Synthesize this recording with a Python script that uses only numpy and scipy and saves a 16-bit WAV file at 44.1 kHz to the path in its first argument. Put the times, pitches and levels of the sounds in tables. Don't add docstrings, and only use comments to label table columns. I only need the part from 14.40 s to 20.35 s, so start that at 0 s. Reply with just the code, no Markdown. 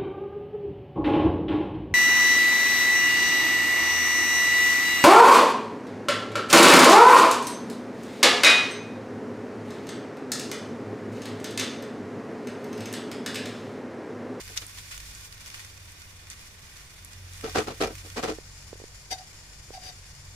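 import sys
import numpy as np
from scipy import signal
from scipy.fft import rfft, irfft
from scipy.io import wavfile

SR = 44100
rng = np.random.default_rng(int(sys.argv[2]) if len(sys.argv) > 2 else 0)


def transcribe(u):
    v = np.clip(np.atleast_2d(u).T, -1, 1)
    q = np.round(v * 32767).astype(np.int16)
    wavfile.write(sys.argv[1], SR, q)


N = 262395
T = np.arange(N) / SR
HZ = np.fft.rfftfreq(N, 1 / SR)


def amp(db):
    return 10 ** (np.asarray(db) / 20)


def evened(x):
    return x / np.sqrt(np.mean(x ** 2) + 1e-20)


def read(points):
    hz, value = np.transpose(points)
    return np.interp(np.log(HZ + 1), np.log(hz + 1), value)


def follow(rows):
    s, *columns = np.transpose(rows)
    return [np.interp(T, s, column) for column in columns]


def add(mix, s, sound):
    part = mix[..., round(s * SR):][..., :sound.shape[-1]]
    part += sound[..., :part.shape[-1]]


def colour(x, db):
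    log_gain = irfft(np.log(amp(np.maximum(db, -100))), N)
    fold = 1 + np.sign(N / 2 - np.arange(N))
    fold[0] = 1
    response = np.exp(rfft(log_gain * fold))
    return irfft(rfft(x) * response, N)


def body(spectrum, modes=()):
    peaks = sum(amp(db) ** 2 / (1 + (2 * (HZ - hz) / width) ** 2) for hz, width, db in modes)
    gain = amp(read(spectrum)) * np.sqrt(1 + peaks)
    return 20 * np.log10(evened(gain))


def pair(x, likeness):
    same = np.clip(read(likeness), -1, 1)
    a, b = rfft(x)
    turn = np.arcsin(same) / 2
    left = a * np.cos(turn) + b * np.sin(turn)
    right = b * np.cos(turn) + a * np.sin(turn)
    return irfft([left, right], N)


def treble(x, hz):
    return irfft(rfft(x) * HZ ** 2 / (HZ ** 2 + hz ** 2), N)


def grains(per_s, spread_db, length, wash):
    struck = rng.random(N) < per_s / SR
    size = amp(spread_db * np.minimum(rng.exponential(1, N), 5)) * struck
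    power = signal.lfilter([1], [1, -np.exp(-2 / (length * SR))], size ** 2)
    wash = np.clip(wash, 0, 1)
    loudness = np.sqrt(wash + (1 - wash) * power / power.mean())
    return loudness * rng.standard_normal((2, N))


def drift(hz):
    return evened(irfft(rfft(rng.standard_normal(N)) / (1 + (HZ / hz) ** 4), N))


def echoes(x, t60):
    t = T[:SR // 3]
    tail = rng.standard_normal((2, len(t))) * amp(-60 * t / t60)
    return signal.fftconvolve(x, tail / np.linalg.norm(tail[0]), axes=1)[:, :N]


def swells(s, db, rise, hold, fall):
    power = np.zeros(N)
    for full_s, full_db, up, stay, down in np.broadcast(s, db, rise, hold, fall):
        near = (T > full_s - 3 * up) & (T < full_s + stay + 8 * down)
        t = T[near] - full_s
        rising = -(t / up) ** 2
        dying = -np.maximum(t - stay, 0) / down
        power[near] += (amp(full_db) * np.exp(np.where(t < 0, rising, dying))) ** 2
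    return np.sqrt(power)


def frying(full):
    # full_pressure_s, hold_s, extra_db, treble_lift_db
    presses = [(0.0, 0.88, 2.0, 5), (1.05, 0.25, 2.5, 2), (2.98, 0.96, 2, 2.5)]
    rise_s, fall_s = 0.081, 0.033
    one_db, one_lift_db = -49.5, -1.5
    full_db, full_lift_db = 0.72, -4
    level_db = one_db + full_db * full
    lift_db = one_lift_db + full_lift_db * full
    for s, hold_s, extra_db, bright_db in presses:
        pressure = swells(s, 0, rise_s, hold_s, fall_s)
        level_db = level_db + extra_db * pressure
        lift_db = lift_db + bright_db * pressure
    return level_db, lift_db


def sizzle():
    # pitch_hz, level_db (per Hz)
    fizz_one = [(250, -19.5), (500, -14), (850, -11.5), (1100, -2.5), (1350, -4.5), (1600, -1.5),
                (2400, -0.5), (3300, -4), (6000, -2), (8000, -7), (11000, -11), (15500, -8)]
    fizz_full = [(250, -33), (500, -8), (900, -2), (1300, -1), (1600, 2.5), (2600, 2.5), (3600, -1),
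                 (4900, 6), (6800, 5), (8000, 1), (11000, -4), (15500, -4.5)]
    # time_s, share of the full pan (0 to 1)
    filling = [(3.7, 0.0), (4.05, 1.0)]
    # pitch_hz, left_minus_right_db
    one_side = [(600, 1.5), (1500, -1.5), (2500, 1.5), (6400, 1.5), (7200, -2.5), (8200, -4.5),
                (10000, -4.5), (12000, -0.5), (15000, 0)]
    full_side = [(500, -1.5), (2500, 0), (4000, 3), (6000, 4.5), (7000, 12), (8000, -0.5), (15000, 0)]
    # full_s, level_db (before the spit is boosted), dying_s
    spurts = [(0.008, -46, .015), (0.085, -51, .1), (0.175, -36, 0.0062), (0.222, -46.5, 0.011),
              (0.384, -43, 0.013), (0.522, -42, 0.026), (0.607, -47, 0.008), (1.012, -52.5, .015),
              (1.079, -46, 0.016), (1.147, -45.5, 0.031), (1.2, -47, .015), (1.911, -47, 0.025),
              (2.37, -51.5, .05), (3.1, -47, 0.07), (3.584, -49, 0.016)]
    spurt_rise_s = 0.01
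    wash_one, wash_full, flicker_db = .88, .95, 1.4

    full = np.clip(follow(filling)[0], 0, 1)
    level_db, lift_db = frying(full)
    wash = wash_one + (wash_full - wash_one) * full
    bubbles = grains(per_s=530, spread_db=8.5, length=0.002, wash=wash) * amp(1.08 * drift(hz=42.4))
    sides = np.array([[.5], [-.5]])
    one = colour(bubbles, body(fizz_one) + sides * read(one_side))
    many = colour(bubbles, body(fizz_full) + sides * read(full_side))
    fizz = (1 - full) * one + full * many
    fine_gain = amp(lift_db + flicker_db * drift(hz=35))
    fizz += (fine_gain - 1) * treble(fizz, hz=6240)
    ticks = (1 - full) * treble(grains(per_s=65, spread_db=-2.0, length=0.00094, wash=0), hz=7000)
    s, spurt_db, dying_s = np.transpose(spurts)
    steam = swells(s, spurt_db, spurt_rise_s, 0, dying_s)
    spit = colour(steam * grains(per_s=540, spread_db=2.5, length=0.00017, wash=0.44), body(fizz_one))
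    oil = amp(level_db) * (fizz + amp(-11.0) * ticks) + amp(5.5) * spit
    return oil + amp(-6) * echoes(oil, t60=0.056)


def fan():
    # time_s, first_db, second_db, third_db
    tone_levels = [(0.0, -52, -54.5, -64), (0.5, -60, -59.5, -73), (0.56, -46.5, -61, -66),
                   (1.31, -67, -53.5, -72), (2.42, -59, -62, -66), (2.78, -54, -46.5, -76),
                   (3.13, -48.5, -49.5, -53), (4.96, -54, -60, -63), (5.83, -53, -52.5, -53),
                   (5.95, -51, -49, -61)]
    gains_db = [1.5, 2.5, -0.5]
    # time_s, speed_hz
    speed = [(0, 48.5), (1.1, 48.38), (2.3, 44.4), (3.1, 45.5), (4.9, 47.15), (5.4, 45.03)]
    wander_hz = .8
    # pitch_hz, level_db (per Hz)
    rumble_colour = [(12, 2), (30, -1.5), (55, 1.5), (80, 5), (125, -3.5), (170, -6.5), (250, -14.5),
                     (400, -15), (700, -17.5), (1200, -18), (3000, -44)]
    # pitch_hz, likeness (1 = the same)
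    room_likeness = [(60, 0.92), (130, 0.99), (290, 0.8), (640, 0.8), (1400, 1), (3100, 0.39), (7000, 0.32)]

    turns = np.cumsum(follow(speed)[0] + wander_hz * drift(hz=6.7)) / SR
    hum = np.zeros(N)
    for k, (db, gain_db) in enumerate(zip(follow(tone_levels), gains_db), 1):
        level = amp(db + gain_db + 2.05 * drift(hz=6.1))
        hum += level * np.sin(2 * np.pi * (k * turns + rng.random()))
    rumble = colour(pair(rng.standard_normal((2, N)), room_likeness), body(rumble_colour))
    return (hum + amp(-53.5) * rumble) * amp([[-.4], [.4]])


def scrapes():
    # full_s, level_db (before the overall trim), sliding_s, treble_lift_db
    strokes = [(0.099, -49, 0.015, -20), (0.224, -52, 0.0028, 10), (3.043, -31, 0.01, -4),
               (3.076, -39.5, 0.0032, 2), (3.16, -20.5, 0.032, -1), (3.28, -31, 0.0084, -3.5),
               (3.308, -33, 0.0031, -2.5), (3.416, -23, 0.021, -0.5), (3.461, -33, 0.01, -5),
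               (3.507, -38, .003, -30), (3.652, -44, .003, -24), (3.772, -29.5, 0.0065, 2),
               (3.797, -33.5, .004, -2.5), (3.838, -27, 0.0084, 0.5), (3.884, -28, 0.016, -3)]
    # pitch_hz, level_db (per Hz)
    case = [(30, -46), (70, -8), (130, -12), (200, -10), (300, -9.5), (450, -4), (620, -10.5), (760, -8.5),
            (1200, -11.5), (2200, -14.5), (3300, -16.5), (5800, -18.5), (8400, -27.5), (11000, -31.5),
            (15500, -35)]
    # pitch_hz, width_hz, level_db
    case_modes = [(240, 28, 8), (314, 20, 14), (443, 40, 10), (545, 28, 5), (663, 22, 6), (746, 55, 7),
                  (1160, 35, 4), (1250, 40, 5), (1345, 45, 8), (1540, 40, 6), (1942, 28, 7), (2389, 35, 6),
                  (2946, 35, 6)]
    # pitch_hz, likeness (1 = the same)
    case_likeness = [(130, 0.87), (320, 0.95), (640, 0.51), (1400, 0), (3100, 0.18), (7000, 0)]
    grip_s, let_go_s = 0.0086, 0.016
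    drag_db, drag_s = -15.5, .033
    catch_db, catch_hz = 1.5, 90

    slips = pair(grains(per_s=600, spread_db=2.2, length=.0006, wash=.5), case_likeness)
    slips = slips * amp(catch_db * drift(hz=catch_hz))
    s, db, slide_s, lift_db = np.transpose(strokes)

    def stroke_force(level_db):
        stroke = swells(s, level_db, grip_s, slide_s, let_go_s)
        return stroke + swells(s, level_db + drag_db, grip_s, slide_s, drag_s)

    high = treble(slips, hz=1050)
    rubbing = stroke_force(db) * (slips - high) + stroke_force(db + lift_db) * high
    rub = colour(rubbing, body(case, case_modes))
    return amp(-0.88) * (rub + amp(-4.0) * echoes(treble(rub, hz=2995), t60=0.034))


def pops():
    # start_s, peak_db (before the short tail), pitch_hz
    bursts = [(0.1752, -12, 4600), (0.22, -34, 2980), (0.266, -26.5, 10100), (0.523, -32, 2200),
              (0.75, -31, 6500), (1.14, -32, 3800), (1.253, -38, 8050), (1.521, -34, 11000),
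              (1.901, -25.5, 6850), (2.648, -27, 10100), (2.935, -32.5, 8000)]
    dying_cycles = 10.2
    out, t = np.zeros((2, N)), T[:1024]
    for s, db, hz in bursts:
        edges_hz = [min(hz * .68, SR / 3), min(hz * 1.35, SR / 2.1)]
        band = signal.butter(2, edges_hz, "band", fs=SR)
        burst = rng.standard_normal((2, len(t))) * np.exp(-t * hz / dying_cycles)
        snap = signal.lfilter(*band, burst)
        add(out, s, amp(db) * snap / abs(snap).max())
    return out + amp(-7) * echoes(out, t60=0.09)


def bumps():
    # start_s, level_db (before the dying away, bass cut and side gains), pitch_hz
    knocks = [(3.986, -24, 426), (4.33, -23.5, 433), (4.356, -36, 448), (4.4007, -31.5, 460),
              (4.418, -31, 400), (4.4397, -27, 404), (5.3058, -28, 446)]
    out, t = np.zeros(N), T[:2048]
    for s, db, hz in knocks:
        add(out, s, amp(db) * np.sin(2 * np.pi * hz * t) * np.exp(-t / 0.002))
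    return treble(out, hz=225) * amp([[-6], [3]])


def brushes():
    # full_s, hiss_db, hollow_note_db, rise_s, hold_s
    touches = [(4.714, -33, -36.5, 0.0073, 0.016), (4.787, -45, -43, 0.0072, .001),
               (5.339, -47.5, -43.5, 0.011, 0.029), (5.485, -43, -52, 0.064, .012)]
    # pitch_hz, level_db (per Hz)
    port = [(300, -0.5), (700, 10), (1100, -8.5), (2000, 4), (4000, -0.5), (6000, -1), (8000, -2),
            (12000, -8), (15500, -6)]
    # pitch_hz, width_hz, level_db
    port_modes = [(1596, 85, 8.2), (2070, 48, 7.5), (3000, 71, 5.8), (3720, 36, 16.4), (4750, 110, 20.6),
                  (5860, 150, 15.3)]
    hiss_fall_s, note_lag_s, note_fall_s = 0.012, 0.0075, 0.019
    note_hz, sag_hz, waver_hz = 770, 31.7, 15

    s, hiss_db, hollow_db, rise_s, hold_s = np.transpose(touches)
    hiss = swells(s, hiss_db, rise_s, hold_s, hiss_fall_s) * rng.standard_normal((2, N))
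    air = colour(hiss, body(port, port_modes))
    blown = swells(s + note_lag_s, hollow_db, rise_s, hold_s, note_fall_s)
    pitch_hz = note_hz - sag_hz * (1 - blown / blown.max()) + waver_hz * drift(hz=88.5)
    note = np.sin(2 * np.pi * np.cumsum(pitch_hz) / SR) * amp(4.0 * drift(hz=120))
    return air * amp([[3.5], [0]]) + blown * note * amp([[1.5], [3]])


def scene():
    return sizzle() + fan() + scrapes() + pops() + bumps() + brushes()


def record(dry):
    # pitch_hz, gain_db
    mic = [(10000, 0.5), (11500, 1.5), (12500, -4.5), (14000, -5.5), (15500, -5.5)]
    centre_hz, width_hz, spacing_hz, depth_db = 6250, 520, 207, 3.5
    edge_hz = 15550
    fade = np.exp(-((HZ - centre_hz) / width_hz) ** 2)
    ripple_db = depth_db * fade * np.cos(2 * np.pi * (HZ - centre_hz) / spacing_hz)
    heard = colour(dry, read(mic) + ripple_db)
    low_pass = signal.firwin(511, edge_hz, window=("kaiser", 9), fs=SR)
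    return signal.oaconvolve(heard, low_pass[None], "same")


dry = scene()
out = record(dry)
transcribe(out)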